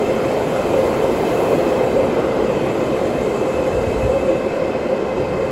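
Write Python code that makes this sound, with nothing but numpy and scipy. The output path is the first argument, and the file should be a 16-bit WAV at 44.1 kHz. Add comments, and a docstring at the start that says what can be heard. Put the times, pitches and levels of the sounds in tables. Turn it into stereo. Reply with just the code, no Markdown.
"""Electric train leaving an underground platform.

The train passes close by and recedes into the tunnel. Its wheels rumble and roar unevenly on the rails
and the track bed shudders. The drive's wavering hum near 520 Hz and its faint whine swell and sink in
the concrete tube, while a thin hiss arrives from the right. The tunnel mouth drones briefly behind
the last car; dull low thuds and brief, higher swells sound as the train draws away."""
import sys
import numpy as np
from scipy import signal
from scipy.fft import rfft, irfft, next_fast_len
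from scipy.io import wavfile
from scipy.ndimage import uniform_filter1d

SR = 44100
rng = np.random.default_rng(int(sys.argv[2]) if len(sys.argv) > 2 else 0)


def waveform_to_disk(signal):
    """Save audio, clipped to [-1, 1], as 16-bit WAV at the path in sys.argv[1]."""
    frames = np.transpose(np.atleast_2d(signal))
    scaled = np.clip(frames, -1, 1) * 32767
    samples = np.round(scaled).astype(np.int16)
    wavfile.write(sys.argv[1], SR, samples)


N = 242991
TIME = np.arange(N) / SR
# The tail passes at PASS_S at a steady speed. The tunnel guides the sound: it fades slowly past REACH_M.
PASS_S, SPEED_M_PER_S, REACH_M = 1.539, 14.8, 13


def gain_of(db):
    """Decibels to a factor."""
    return 10 ** (np.asarray(db) / 20)


def unit_rms(x):
    """Scales to rms 1."""
    return x / np.sqrt(np.mean(abs(x) ** 2) + 1e-20)


def curve_at(points, hz):
    """Reads a curve on a log-frequency axis."""
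    point_hz, value = np.transpose(points)
    return np.interp(np.log(hz + 1), np.log(point_hz + 1), value)


def follow(rows):
    """A fader ride at every sample."""
    return np.interp(TIME, *np.transpose(rows))


def bump(peak_s, half_s, t=TIME):
    """A smooth swell of height 1."""
    return np.exp(-((t - peak_s) / half_s) ** 2)


def doublings(t=TIME):
    """How often the distance to the train has doubled since its tail passed."""
    return np.log2(np.hypot(1, SPEED_M_PER_S * np.maximum(t - PASS_S, 0) / REACH_M))


def passing(near_db, swell_db, delay_s, half_s, loss_db, t=TIME):
    """Pass-by curve in dB: a swell delay_s after the tail passes, loss_db off per doubling of distance."""
    return near_db + swell_db * bump(PASS_S + delay_s, half_s, t) - loss_db * doublings(t)


def flutter(slow_hz, fast_hz, count=20):
    """A random waver of rms 1."""
    t = TIME[::100]
    waves = np.sin(2 * np.pi * (np.geomspace(slow_hz, fast_hz, count) * t[:, None] + rng.random(count)))
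    return np.interp(TIME, t, unit_rms(waves.sum(1)))


def wavering(x, depth, slow_hz, fast_hz):
    """Lets the pitch wander; depth is the rms share of the pitch."""
    drift_s = np.cumsum(depth * flutter(slow_hz, fast_hz)) / SR
    return np.array([np.interp(TIME + drift_s, TIME, channel) for channel in x])


def steadied(x, share, size):
    """Irons out a share of a noise's chance swells, over a window of size samples."""
    power = uniform_filter1d((x ** 2).mean(0), size=size) + 1e-9
    return unit_rms(x / power ** (share / 2))


def noise_pair(hz, shape):
    """Random spectra at two microphones in a diffuse field: alike in the bass, unrelated higher up."""
    # Each row: frequency in Hz, left-right correlation.
    likeness = [(50, 0.5), (120, 0.901), (280, 0.92), (420, 0.88), (600, 0.5), (800, 0.468), (1200, 0.24),
                (1800, 0.25), (3000, -0.15), (4200, 0.317), (6000, -0.18)]
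    # The mids reach the left a little late. Each row: frequency in Hz, left's phase lead in radians.
    left_lead = [(600, -0.063), (1200, -0.74), (1550, -1.9), (2300, -1.4), (3000, -0.14)]
    a, b, c, d = rng.standard_normal((4,) + shape)
    left, unrelated = a + 1j * b, c + 1j * d
    same = curve_at(likeness, hz)
    right = same * left * np.exp(-1j * curve_at(left_lead, hz)) + np.sqrt(1 - same ** 2) * unrelated
    return np.array([left, right])


def wash(spectrum, patchy_db, tilt=None, size=2048):
    """A stereo noise bed with drifting patches of colour and an optional pass-by treble tilt."""
    hop = size // 4
    hz, t = np.fft.rfftfreq(size, 1 / SR), np.arange(0, N + size, hop) / SR
    patches = rng.standard_normal((len(t), len(hz)))
    patches = unit_rms(uniform_filter1d(uniform_filter1d(patches, size=9, axis=0), size=12, axis=1))
    colour_db = curve_at(spectrum, hz) + patchy_db * patches
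    if tilt:
        treble_octaves = np.log2(np.maximum(hz / 8000, 1))
        colour_db += passing(**tilt, t=t)[:, None] * treble_octaves
    skirt = np.maximum(hz / spectrum[-1][0], 1) ** -4  # 24 dB an octave above the last point
    frames = noise_pair(hz, patches.shape) * gain_of(colour_db) * skirt
    _, bed = signal.istft(frames.swapaxes(1, 2), nperseg=size, noverlap=size - hop)
    return unit_rms(bed[:, :N])


def ring(modes):
    """Resonances kept ringing by random forces."""
    count = next_fast_len(N)
    hz = np.fft.rfftfreq(count, 1 / SR)
    power = sum(gain_of(db) ** 2 / width / (1 + (2 * (hz - centre) / width) ** 2) ** 2
                for centre, width, db in modes)
    return unit_rms(irfft(noise_pair(hz, hz.shape) * np.sqrt(power), count)[:, :N])


def widened(x, side_db):
    """Stereo width: scales what the two channels do not share."""
    mid = x.mean(0)
    return mid + (x - mid) * gain_of(side_db)


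def placed(x, left_db, before_db=-0.1, far_db=1.34):
    """Pans gently left with the leaving train, offset by left_db."""
    gone = .5 + .5 * np.tanh(SPEED_M_PER_S * (TIME - PASS_S) / REACH_M)
    lean_db = before_db + (far_db - before_db) * gone + left_db
    return x * gain_of([lean_db / 2, -lean_db / 2])


def rumble():
    """The low end of the rolling wheels; it widens once the car sides no longer shut out the tunnel."""
    # Each row: frequency in Hz, relative density in dB.
    spectrum = [(30, -16), (60, -7), (85, -2.5), (105, -4.5), (130, 3), (170, 0.5), (220, 4), (300, 2.5),
                (380, -11.5), (600, -44)]
    bed = steadied(wash(spectrum, patchy_db=1.5, size=4096), share=0.306, size=4000)
    bed *= gain_of(passing(-26, swell_db=0, delay_s=1.47, half_s=0.8, loss_db=1.1))
    return placed(widened(bed, side_db=-0.5 + 3.5 * doublings()), left_db=-0.77)


def roar(wheel_round_m=2.646, throb_peak_s=4.3):
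    """Rough wheels roar on rough rails and, far off, throb once per turn."""
    # Each row: frequency in Hz, relative density in dB.
    spectrum = [(150, -28), (260, -11), (320, -2), (355, 4), (385, 1), (440, 6), (482, 1), (550, -4),
                (620, -10.5), (760, -30), (1100, -65.5)]
    # The roar surges briefly and unevenly.
    # Each row: peak time in seconds, boost in dB, half length in seconds.
    surges = [(0.857, 3, 0.033), (1.061, 0.5, 0.026), (1.437, 2, 0.04), (1.53, 5, 0.0344),
              (1.683, 0, 0.022), (1.811, 2.5, 0.03), (1.981, 0.5, 0.028), (2.193, 4, 0.019),
              (2.436, 3.5, 0.04), (3.267, 1.5, 0.058)]
    surge_db = sum(db * bump(peak_s, half_s) for peak_s, db, half_s in surges)
    turns = (TIME - throb_peak_s) * SPEED_M_PER_S / wheel_round_m
    throb_db = 2.5 * np.clip(doublings() - 1, 0, 1) * np.cos(2 * np.pi * turns)
    level_db = passing(-21.5, swell_db=2.5, delay_s=0.1, half_s=0.87, loss_db=0.85)
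    bed = steadied(wash(spectrum, patchy_db=2.0), share=0.53, size=4000)
    return placed(bed, left_db=0.71) * gain_of(level_db + throb_db + surge_db)


def treads():
    """The wheel treads give the top of the roar, which fades soonest."""
    # Each row: frequency in Hz, relative density in dB.
    spectrum = [(420, -24.5), (540, 0), (610, 0.5), (720, -2), (850, -8.5), (1200, -16)]
    level_db = passing(-26.5, swell_db=2.8, delay_s=-0.1, half_s=0.1, loss_db=3.4)
    return placed(wash(spectrum, patchy_db=1.5), left_db=0.71) * gain_of(level_db)


def rasp():
    """The bright, gritty edge of wheel on rail."""
    # Each row: frequency in Hz, relative density in dB.
    spectrum = [(400, -25), (600, 3.5), (740, 1), (900, -1), (1050, -5), (1250, -6), (1520, -10),
                (1750, -12), (2300, -12.5), (2900, -16), (3500, -21), (5000, -23.5), (6500, -32.5),
                (8000, -66)]
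    level_db = passing(-25, swell_db=1.1, delay_s=-0.55, half_s=0.55, loss_db=1.54)
    return placed(wash(spectrum, patchy_db=1.85), left_db=0.97) * gain_of(level_db)


def shudder():
    """The weight of the cars shakes the track bed: a narrow sub layer with a few slow heaves."""
    # Each row: frequency in Hz, relative density in dB.
    spectrum = [(15, -48), (28, -19), (45, -7.5), (62, 1), (85, -4)]
    # Each row: peak time in seconds, level of the added heave in dB, half length in seconds.
    heaves = [(.85, -44, 0.3), (2.0, -39.5, 0.18), (3.948, -33, 0.23), (5.25, -46, .12)]
    sub = widened(wash(spectrum, patchy_db=0.5, size=4096), side_db=-7)
    strength = gain_of(-44) + sum(gain_of(db) * bump(peak_s, half_s) for peak_s, db, half_s in heaves)
    return sub * strength * gain_of(2.2 * flutter(slow_hz=2.12, fast_hz=4.6))


def hum():
    """The drive hums near 520 Hz; close tones, smeared by the tunnel, waver and beat together."""
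    # Each row: pitch in Hz, width in Hz, relative level in dB.
    modes = [(511.64, 15, -2.5), (524.5, 37, 3), (546.2, 11.4, -4), (563, 58, -8.5)]
    # The hum swells and sinks. Each row: time in seconds, level in dB.
    ride = [(0, -23.5), (.28, -22.5), (.43, -30), (.53, -18.5), (.66, -31), (.75, -14.5), (.93, -27),
            (1.07, -16.5), (1.17, -34), (1.29, -19), (1.42, -26), (1.6, -23), (1.72, -18), (1.84, -22.5),
            (1.98, -13.5), (2.16, -33), (2.27, -21), (2.42, -22.5), (2.63, -22), (2.75, -28), (2.82, -22),
            (2.95, -23), (3.06, -20.5), (3.14, -25.5), (3.28, -22), (3.36, -31), (3.44, -23.5), (3.65, -20),
            (3.8, -19), (3.89, -29.5), (4.02, -22.5), (4.15, -15.5), (4.25, -20.5), (4.35, -18.5),
            (4.44, -27.5), (4.56, -20), (4.7, -21.5), (4.78, -28), (4.93, -18.5), (5.02, -27), (5.1, -24),
            (5.23, -21), (5.31, -27.5), (5.44, -18.5), (5.51, -25.5)]
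    tone = wavering(ring(modes), depth=0.0058, slow_hz=2, fast_hz=7)
    return placed(steadied(tone, share=0.85, size=6000), left_db=-0.5) * gain_of(follow(ride))


def whine():
    """The drive's upper partials: a main band flares and wobbles between two fainter ones."""
    # The three bands. Each row: pitch in Hz, width in Hz, relative level in dB.
    low_modes = [(2078, 92, 0)]
    main_modes = [(2553, 61, 0.003), (2619, 47, 0)]
    high_modes = [(3115, 70, 0)]
    # The main band's flares. Each row: time in seconds, level in dB.
    ride = [(0, -37), (.4, -43), (.85, -41), (1.2, -44), (1.29, -35.5), (1.37, -39.5), (1.45, -38.5),
            (1.8, -36), (1.95, -42.5), (2.35, -45.5), (2.56, -37.5), (2.65, -37.5), (2.85, -41),
            (3.05, -42.5), (3.35, -40.5), (3.47, -40.5), (3.55, -38), (3.85, -41), (4.03, -39), (4.14, -39),
            (4.3, -36.5), (4.43, -42), (4.5, -35), (4.6, -40), (4.67, -40), (4.75, -35.5), (4.82, -42),
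            (5.15, -39), (5.51, -42)]
    main = steadied(ring(main_modes), share=0.86, size=6000)
    main *= gain_of(follow(ride) + 1.4 * flutter(slow_hz=6, fast_hz=17))
    low_db = passing(-41.5, swell_db=1, delay_s=0.5, half_s=2.3, loss_db=0.47)
    low = ring(low_modes) * gain_of(low_db + 1.73 * flutter(slow_hz=4, fast_hz=9.6))
    high = ring(high_modes) * gain_of(passing(-45.3, swell_db=1, delay_s=2, half_s=0.5, loss_db=2.11))
    return placed(wavering(low + main + high, depth=0.0049, slow_hz=2.5, fast_hz=9), left_db=-0.5)


def rails():
    """The rails sing faintly in their own modes and keep singing behind the train."""
    # Each row: pitch in Hz, width in Hz, relative level in dB.
    modes = [(1049, 95, 3.5), (1377, 89, -3), (1546.3, 140, -3), (1900, 260, -6.5)]
    level_db = passing(-36.3, swell_db=3, delay_s=-0.2, half_s=0.35, loss_db=-0.5)
    return placed(ring(modes), left_db=1.0) * gain_of(level_db)


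def hiss(lag_ms=0.237, port_turns=0.31, scatter_share=0.0267):
    """A thin hiss from the right reaches the left microphone later, with a little scatter."""
    # Each row: frequency in Hz, relative density in dB.
    spectrum = [(2500, 3.5), (5000, 3), (6200, 5.3), (7200, 6.8), (8300, 6), (9700, 4.3), (11000, 2.4),
                (16000, -8)]
    # Each row: time in seconds, level in dB.
    ride = [(0, -42.5), (.8, -40), (1.15, -41.5), (1.4, -39.5), (1.75, -42), (2.3, -45), (3, -42.5),
            (4.05, -42.5), (4.5, -47), (5, -49), (5.51, -47)]
    # Brighter as the tail passes, duller with distance, in dB per octave above 8 kHz.
    tilt = dict(near_db=0, swell_db=6, delay_s=-0.2, half_s=0.4, loss_db=3.5)
    right, scatter = (wash(spectrum, patchy_db=1.44, tilt=tilt, size=512)[0] for _ in range(2))
    # The microphone ports add a phase shift of their own.
    lag_turns = np.fft.rfftfreq(N, 1 / SR) * lag_ms / 1000 + port_turns
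    late = irfft(rfft(right) * np.exp(-2j * np.pi * lag_turns), N)
    left = np.sqrt(1 - scatter_share) * late + np.sqrt(scatter_share) * scatter
    return steadied(np.array([left, right]), share=0.5, size=8000) * gain_of(follow(ride))


def drone(start_s=1.778, attack_s=0.4, fade_at_s=3.15, release_s=0.16):
    """The tunnel mouth's hollow low note rises after the last car enters, holds and dies away."""
    # Each row: pitch in Hz, width in Hz, relative level in dB.
    modes = [(182, 64, -1), (227.3, 31, 2)]
    swell = np.clip(np.minimum((TIME - start_s) / attack_s, 1 - (TIME - fade_at_s) / release_s), 0, 1)
    note = steadied(widened(ring(modes), side_db=-3), share=0.44, size=4000)
    return note * swell * gain_of(-32.3)


def thuds_and_swells(overtone_ratio=1.95, deep_hz=70):
    """Dull low thuds and brief, higher swells, each at one pitch; the deep ones add a puff of noise."""
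    # Each row: start in seconds, relative level in dB, rise in seconds, pitch in Hz, overtone in dB.
    pulses = [(2.265, -19, 0.022, 250, -12), (2.49, -17, .03, 204.6, -3), (2.615, -26.5, 0.0334, 70.3, 4),
              (3.045, -17.5, .035, 234.4, -6), (3.165, -22, 0.035, 61, -1), (3.36, -25.5, 0.028, 65, 5),
              (3.535, -17.5, 0.025, 76.5, -6), (3.715, -17.5, 0.056, 58.14, -9),
              (3.852, -15, 0.0245, 79.98, -6), (4.012, -12, 0.038, 59.9, -2.5),
              (4.145, -27, 0.025, 64.74, -3), (4.29, -15.5, 0.028, 335, -14),
              (4.61, -16.5, 0.018, 370, -12), (5.165, -22, 0.0485, 68, -1.5), (5.29, -26, 0.037, 76.1, 3)]
    # Each row: frequency in Hz, relative density in dB.
    puff_spectrum = [(20, -33), (40, -23), (60, -2), (85, 8.5), (120, 0), (170, -13.5), (300, -29)]
    tones, puff_power = np.zeros(N), np.zeros(N)
    phases = rng.uniform(0, 2 * np.pi, (len(pulses), 2))
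    for (start_s, db, rise_s, hz, overtone_db), (phase, overtone_phase) in zip(pulses, phases):
        age = np.maximum(TIME - start_s, 0) / rise_s
        swell = gain_of(db) * (age * np.exp(1 - age)) ** 2
        angle = 2 * np.pi * hz * TIME
        overtone = gain_of(overtone_db) * np.sin(overtone_ratio * angle + overtone_phase)
        tones += swell * (np.sin(angle + phase) + overtone)
        puff_power += (swell * min(deep_hz / hz, 1) ** 2) ** 2
    puff = steadied(wash(puff_spectrum, patchy_db=3.5, size=4096), share=0.76, size=1300)
    return tones * gain_of(-7.0) + puff * np.sqrt(puff_power) * gain_of(-12.5)


def scene():
    """The stereo mix of wheels, track, drive and tunnel."""
    rolling = rumble() + roar() + treads() + rasp()
    return rolling + shudder() + drone() + hum() + whine() + rails() + hiss() + thuds_and_swells()


def record(dry):
    """A steep high cut at 15.8 kHz."""
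    high_cut = signal.firwin(1023, 15800, window=("kaiser", 9), fs=SR)
    return signal.oaconvolve(dry, high_cut[None], "same")


dry = scene()
out = record(dry)
waveform_to_disk(out)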